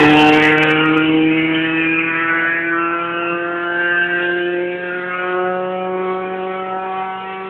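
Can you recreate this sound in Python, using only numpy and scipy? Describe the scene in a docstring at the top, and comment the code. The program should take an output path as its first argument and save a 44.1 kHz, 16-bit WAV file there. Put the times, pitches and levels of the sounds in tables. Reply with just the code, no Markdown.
"""Race car pulling away up a wooded hill road

A four-cylinder car leaves at full throttle, its revs climbing in one long gear: a stack of firing orders
booms low down and rasps higher up, its colour shifting as the car bends away between the banks.
Noise bands make the gas, hiss and tyre rumble; a decaying noise tail makes the echo from the trees.
A narrow-band microphone overloads while the car is still close."""
import sys
import numpy as np
from scipy import signal
from scipy.fft import rfft, irfft, next_fast_len
from scipy.io import wavfile
from scipy.ndimage import uniform_filter1d, minimum_filter1d

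SR = 44100
rng = np.random.default_rng(int(sys.argv[2]) if len(sys.argv) > 2 else 0)


def unload_wav(signal):
    """Save mono or channel-first audio to the path in sys.argv[1] as 16-bit WAV at rate SR, clipped to [-1, 1]."""
    wavfile.write(
        sys.argv[1],
        SR,
        np.round(np.clip(np.atleast_2d(signal).T, -1, 1) * 32767).astype(np.int16),
    )


N = 330309
T = np.arange(N) / SR
SLOW_T = T[::64]  # slow clock for levels and wavering

# engine speed, its climb easing as drag builds: t/s, firing rate f/Hz
ENGINE_SPEED = [(0, 150.3), (1.05, 157.4), (2.1, 163.8), (3.3, 171.6), (4.5, 176.3), (5.75, 184.6),
                (6.9, 188.5), (7.49, 190.6)]


def undb(db):
    """Decibels to gain."""
    return 10 ** (np.asarray(db) / 20)


def unit(x):
    """Scale to rms 1."""
    return x / np.sqrt(np.mean(np.abs(x) ** 2))


def curves(table, t=T):
    """The columns of a table after the first, interpolated at the times t."""
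    s, *columns = np.transpose(table)
    return [np.interp(t, s, column) for column in columns]


def colour(x, points):
    """Filter by a (Hz, dB) spectrum, straight between points on a log frequency scale."""
    size = next_fast_len(N + 4096)
    point_hz, point_db = np.transpose(points)
    bin_hz = np.maximum(np.arange(size // 2 + 1) * SR / size, 1)
    gain = undb(np.interp(np.log(bin_hz), np.log(point_hz), point_db))
    return irfft(rfft(x, size) * gain, size)[:N]


def wander(hz):
    """Smooth chance of rms 1 on the slow clock, with most of its motion under hz."""
    keep = np.exp(-2 * np.pi * hz * SLOW_T[1])
    size = len(SLOW_T)
    noise = rng.standard_normal(2 * size)
    # two equal one-pole smoothers; the first half is run-in
    return unit(signal.lfilter([1], np.poly([keep, keep]), noise)[size:])


def fast(slow):
    """From the slow clock to the sample clock."""
    return np.interp(T, SLOW_T, slow)


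def exhaust(turns, rough, scatter=1.0, scatter_hz=28, firing_db=1.25):
    """Firing note as a stack of orders; turbulent gas and air make the high ones flutter most."""
    # strength of the four cylinders in firing order, at roughness 1: level/dB
    cylinder_db = [-0.15, 0.66, -2.2, -0.44]
    note = np.zeros(N)
    for order, level in enumerate(order_levels(), 1):
        spread = scatter * rough * order / (order + 10.0)
        # a steady part plus a scattered part, at constant mean power
        scattered = wander(scatter_hz) + 1j * wander(scatter_hz)
        path = (1 + spread * scattered) / np.sqrt(1 + 2 * spread ** 2)
        phase = np.unwrap(np.angle(path)) + rng.uniform(0, 2 * np.pi)
        amplitude = fast(np.sqrt(2) * level * np.abs(path))
        note += amplitude * np.cos(2 * np.pi * order * turns + fast(phase))
    # the cylinders differ, and no two firings are equally strong
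    firing = np.arange(2000)
    size_db = np.resize(cylinder_db, len(firing)) + firing_db * rng.standard_normal(len(firing))
    return note * undb(np.interp(turns, firing, size_db) * fast(rough))


def order_levels(tone_fade_db=0.6, second_fade_db=0.36, third_fade_db=0.96):
    """Rms of each firing order as it climbs through the resonances of the exhaust."""
    # firing tone, the first order: t/s, level/dB
    tone_table = [(0, -22), (.3, -29), (1.4, -30.5), (2.8, -39.5), (5.24, -40.5), (5.48, -33.5),
                  (6.1, -35.5), (6.8, -40), (7.49, -38.5)]
    # low boom of the exhaust: t/s, second order level/dB, third order level/dB
    boom_table = [(0.0, -14.0, -12.5), (0.44, -18.5, -18.5), (1.2, -15.5, -25), (1.84, -22.0, -35.5),
                  (2.98, -25, -37.5), (3.34, -23, -29.0), (3.6, -25.0, -40.5), (3.88, -26, -30.5),
                  (4.04, -27, -42), (4.24, -20.5, -28.5), (4.76, -22, -30.5), (5.14, -32.5, -36.0),
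                  (5.38, -20, -24), (5.8, -28.5, -27), (5.96, -21, -29.5), (6.82, -25.5, -34),
                  (7.22, -39, -51.5), (7.49, -33.5, -46.5)]
    # honk of the pipe: t/s, level/dB
    honk_table = [(0, -22), (.18, -14.5), (.58, -20), (.78, -29), (2.1, -39), (2.3, -35), (3.7, -30.5),
                  (5.05, -37), (5.55, -26), (6.5, -31), (7.0, -21), (7.49, -37)]
    # brassy rasp of the tailpipe: t/s, level/dB, centre f/Hz, width/Hz
    rasp_table = [(0, -14, 1930, 794), (.24, -23.5, 1480, 905), (.45, -16, 1830, 720),
                  (.8, -20.5, 1410, 331), (1.0, -19.5, 1400, 302), (1.12, -38, 1290, 1000),
                  (1.5, -29, 1480, 1600), (1.75, -22, 1698, 420), (1.95, -26, 1540, 660),
                  (2.38, -14, 1610, 547), (2.62, -19, 1780, 450), (2.76, -18.5, 1360, 200),
                  (3.55, -24.5, 1502, 346), (3.9, -14.5, 1590, 153), (4.2, -17.5, 1588, 180),
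                  (4.7, -34, 1630, 220), (4.95, -23.5, 1590, 390), (5.4, -22.5, 1247, 337),
                  (5.8, -34.5, 1220, 400), (6.1, -25, 1074, 650), (6.42, -34, 1296, 450),
                  (6.62, -27.5, 1330, 260), (7.49, -32.5, 1140, 501.5)]
    # tearing edge above the rasp: t/s, level/dB, centre f/Hz, width/Hz
    edge_table = [(0, -17.5, 2780, 1000), (.28, -17.5, 2770, 700), (.5, -15, 2280, 910),
                  (.97, -22.5, 2620, 800), (1.13, -24, 2780, 1300), (1.75, -23.5, 2200, 1500),
                  (1.96, -18.5, 2370, 600), (2.45, -22.5, 2004, 600), (2.95, -31.5, 2110, 926),
                  (3.12, -27.5, 2700, 260), (3.37, -27.5, 2700, 173.5), (3.48, -37.5, 2780, 597),
                  (3.92, -28, 2816, 550), (4.45, -32.5, 2590, 788), (4.8, -37, 2240, 1214),
                  (5.15, -30, 2190, 900), (5.68, -41, 2600, 1000), (6.1, -37, 1900, 1310),
                  (7.49, -36.5, 2200, 1490)]

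    firing_hz, = curves(ENGINE_SPEED, SLOW_T)
    tone_db, = curves(tone_table, SLOW_T)
    second_db, third_db = curves(boom_table, SLOW_T)
    honk_db, = curves(honk_table, SLOW_T)
    rasp_db, rasp_hz, rasp_width_hz = curves(rasp_table, SLOW_T)
    edge_db, edge_hz, edge_width_hz = curves(edge_table, SLOW_T)
    order_hz = np.arange(1, 26)[:, None] * firing_hz  # 25 orders
    honk = resonance(order_hz, 721, width_hz=150, low_hz=627, high_hz=1030,
                     db=honk_db, skirt_db=-10.5, fade_db=2.5, swell_db=1.2)
    rasp = resonance(order_hz, rasp_hz, rasp_width_hz, low_hz=960, high_hz=2280,
                     db=rasp_db, skirt_db=-39, fade_db=3.5, swell_db=0.92)
    edge = resonance(order_hz, edge_hz, edge_width_hz, low_hz=1700, high_hz=3090,
                     db=edge_db, skirt_db=-21, fade_db=6.0, swell_db=1.93)
    levels = np.sqrt(honk ** 2 + rasp ** 2 + edge ** 2)
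    # the three lowest orders stand alone and waver less
    lows = [(tone_db, tone_fade_db), (second_db, second_fade_db), (third_db, third_fade_db)]
    levels[:3] = undb([db + fade_db * wander(4) for db, fade_db in lows])
    return levels


def resonance(order_hz, centre_hz, width_hz, low_hz, high_hz, db, skirt_db, fade_db, swell_db):
    """Share a level among the orders between low and high: a steep peak on a flat skirt."""
    gain = 1 / (1 + (2 * (order_hz - centre_hz) / width_hz) ** 2) + undb(skirt_db)
    gain = gain / np.hypot(1, (low_hz / order_hz) ** 20)
    gain = gain / np.hypot(1, (order_hz / high_hz) ** 20)
    # paths over road and banks add or cancel: each order fades on its own, and the whole band swells
    gain = gain * undb(fade_db * np.array([wander(5.25) for _ in order_hz]))
    band_level = undb(db + swell_db * wander(3.6))
    return band_level * gain / np.linalg.norm(gain, axis=0)


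def rush(turns):
    """Gas puffing with every firing, hiss on top and tyre rumble, the gas flickering in moving air."""
    start_m, speed_m_s = 11.3, 39.3  # distance at the start and road speed
    nearness = start_m / (start_m + speed_m_s * T)
    gate = 1 + 0.53 * np.cos(2 * np.pi * turns)  # one puff per firing
    return gas_roar(gate, nearness) + tyre_rumble(nearness) + top_hiss(gate)


def gas_roar(gate, nearness, gust_db=1.46, flicker_db=5.0):
    """Gas noise in 14 bands that flicker apart and gust together, falling with distance to a floor."""
    # spectrum of the gas: f/Hz, relative level/dB per band of about a third of an octave
    gas_spectrum = [(130, -21), (250, -19.5), (400, -12), (650, -14.5), (1000, -10.5), (1800, -10),
                    (2800, -19.5)]
    near_db, far_db = -19.5, -39.5  # at the starting distance; far off, what the banks carry
    point_hz, point_db = np.transpose(gas_spectrum)
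    gust = gust_db * wander(3.4)
    roar = 0
    for band_hz in np.geomspace(130, 2900, 14):
        spectrum_db = np.interp(np.log(band_hz), np.log(point_hz), point_db)
        band_db = spectrum_db + gust + flicker_db * wander(4.9)
        roar = roar + hiss(band_hz, gate) * fast(undb(band_db))
    return roar * np.hypot(undb(near_db) * nearness, undb(far_db))


def top_hiss(gate, flicker_db=3.25):
    """Puffing hiss at the top of the band, flickering in the moving air."""
    # hiss ahead of the microphone: t/s, level/dB
    hiss_table = [(0, -15.5), (.8, -37), (1.7, -41), (2.8, -51.5), (4.1, -39.5), (5.25, -40.5),
                  (5.5, -47.5), (6.6, -46), (7.49, -42)]
    level_db, = curves(hiss_table)
    return hiss(3550, gate) * undb(level_db + fast(flicker_db * wander(8.1)))


def hiss(hz, gate=1):
    """A band of noise about a third of an octave wide, rms 1."""
    band = [(hz / 2, -50), (hz / 1.1, 0), (hz * 1.1, 0), (hz * 2, -50)]
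    return unit(colour(rng.standard_normal(N) * gate, band))


def tyre_rumble(nearness):
    """Low noise of tyres on the road, falling with distance to what the banks carry."""
    near_db, far_db = -31.5, -62.5
    spectrum = [(20, -17.5), (50, -3.5), (100, 2.5), (200, 1.5), (600, -38.0)]
    rumble = unit(colour(rng.standard_normal(N), spectrum))
    return rumble * np.hypot(undb(near_db) * nearness, undb(far_db))


def trees(x, t60=0.72, first_s=0.037):
    """Banks, trunks and leaves send back a short diffuse echo, a soft-onset decaying noise tail."""
    t = T[:SR]
    envelope = np.exp(-np.log(1000) * t / t60) * (1 - np.exp(-t / first_s))
    tail = rng.standard_normal(SR) * envelope
    echo = signal.fftconvolve(x, tail / np.linalg.norm(tail))[:N]
    return colour(echo, [(150, -4.5), (400, -1.5), (1000, -11.5), (3500, 3)])


def scene():
    """The car on the road with its echo."""
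    # roughness of the note, in flutter, firing strength and timing: t/s, amount (0-1)
    rough_table = [(0, 0.6), (1.2, 0.74), (2.7, 0.36), (3.5, 0.49), (3.9, 0.35), (5, 0.61), (5.6, .33),
                   (6.2, 0.58), (7.49, 0.4)]
    firing_hz, = curves(ENGINE_SPEED)
    rough, = curves(rough_table, SLOW_T)
    # uneven combustion makes each firing come slightly early or late; turns count firings
    jitter = rough * (0.0096 * wander(100) + 0.021 * wander(6.9))
    turns = np.cumsum(firing_hz) / SR + fast(jitter)
    car = exhaust(turns, rough) + rush(turns)
    return (car + undb(-7.5) * trees(car))[None]


def record(dry):
    """The narrow-band microphone feeds a quick limiter; what it lets through clips into a fine crackle."""
    # response of the microphone: f/Hz, level/dB
    mic_response = [(20, 2), (2850, -1), (3200, -5), (3500, -12.5), (3900, -21.5), (4120, -26),
                    (4350, -63.5)]
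    x = colour(dry[0], mic_response)
    ceiling = 1.0
    gain = ceiling / np.maximum(np.abs(x), ceiling)
    # hold the lowest gain, then smooth it, each over about 7 ms
    gain = uniform_filter1d(minimum_filter1d(gain, size=300), size=300)
    clipped = np.clip(x * gain, -.71, .71)
    top_cut = signal.ellip(8, .2, 70, 15800, fs=SR, output="sos")  # low-pass, Hz
    return signal.sosfilt(top_cut, clipped)[None]


dry = scene()
out = record(dry)
unload_wav(out)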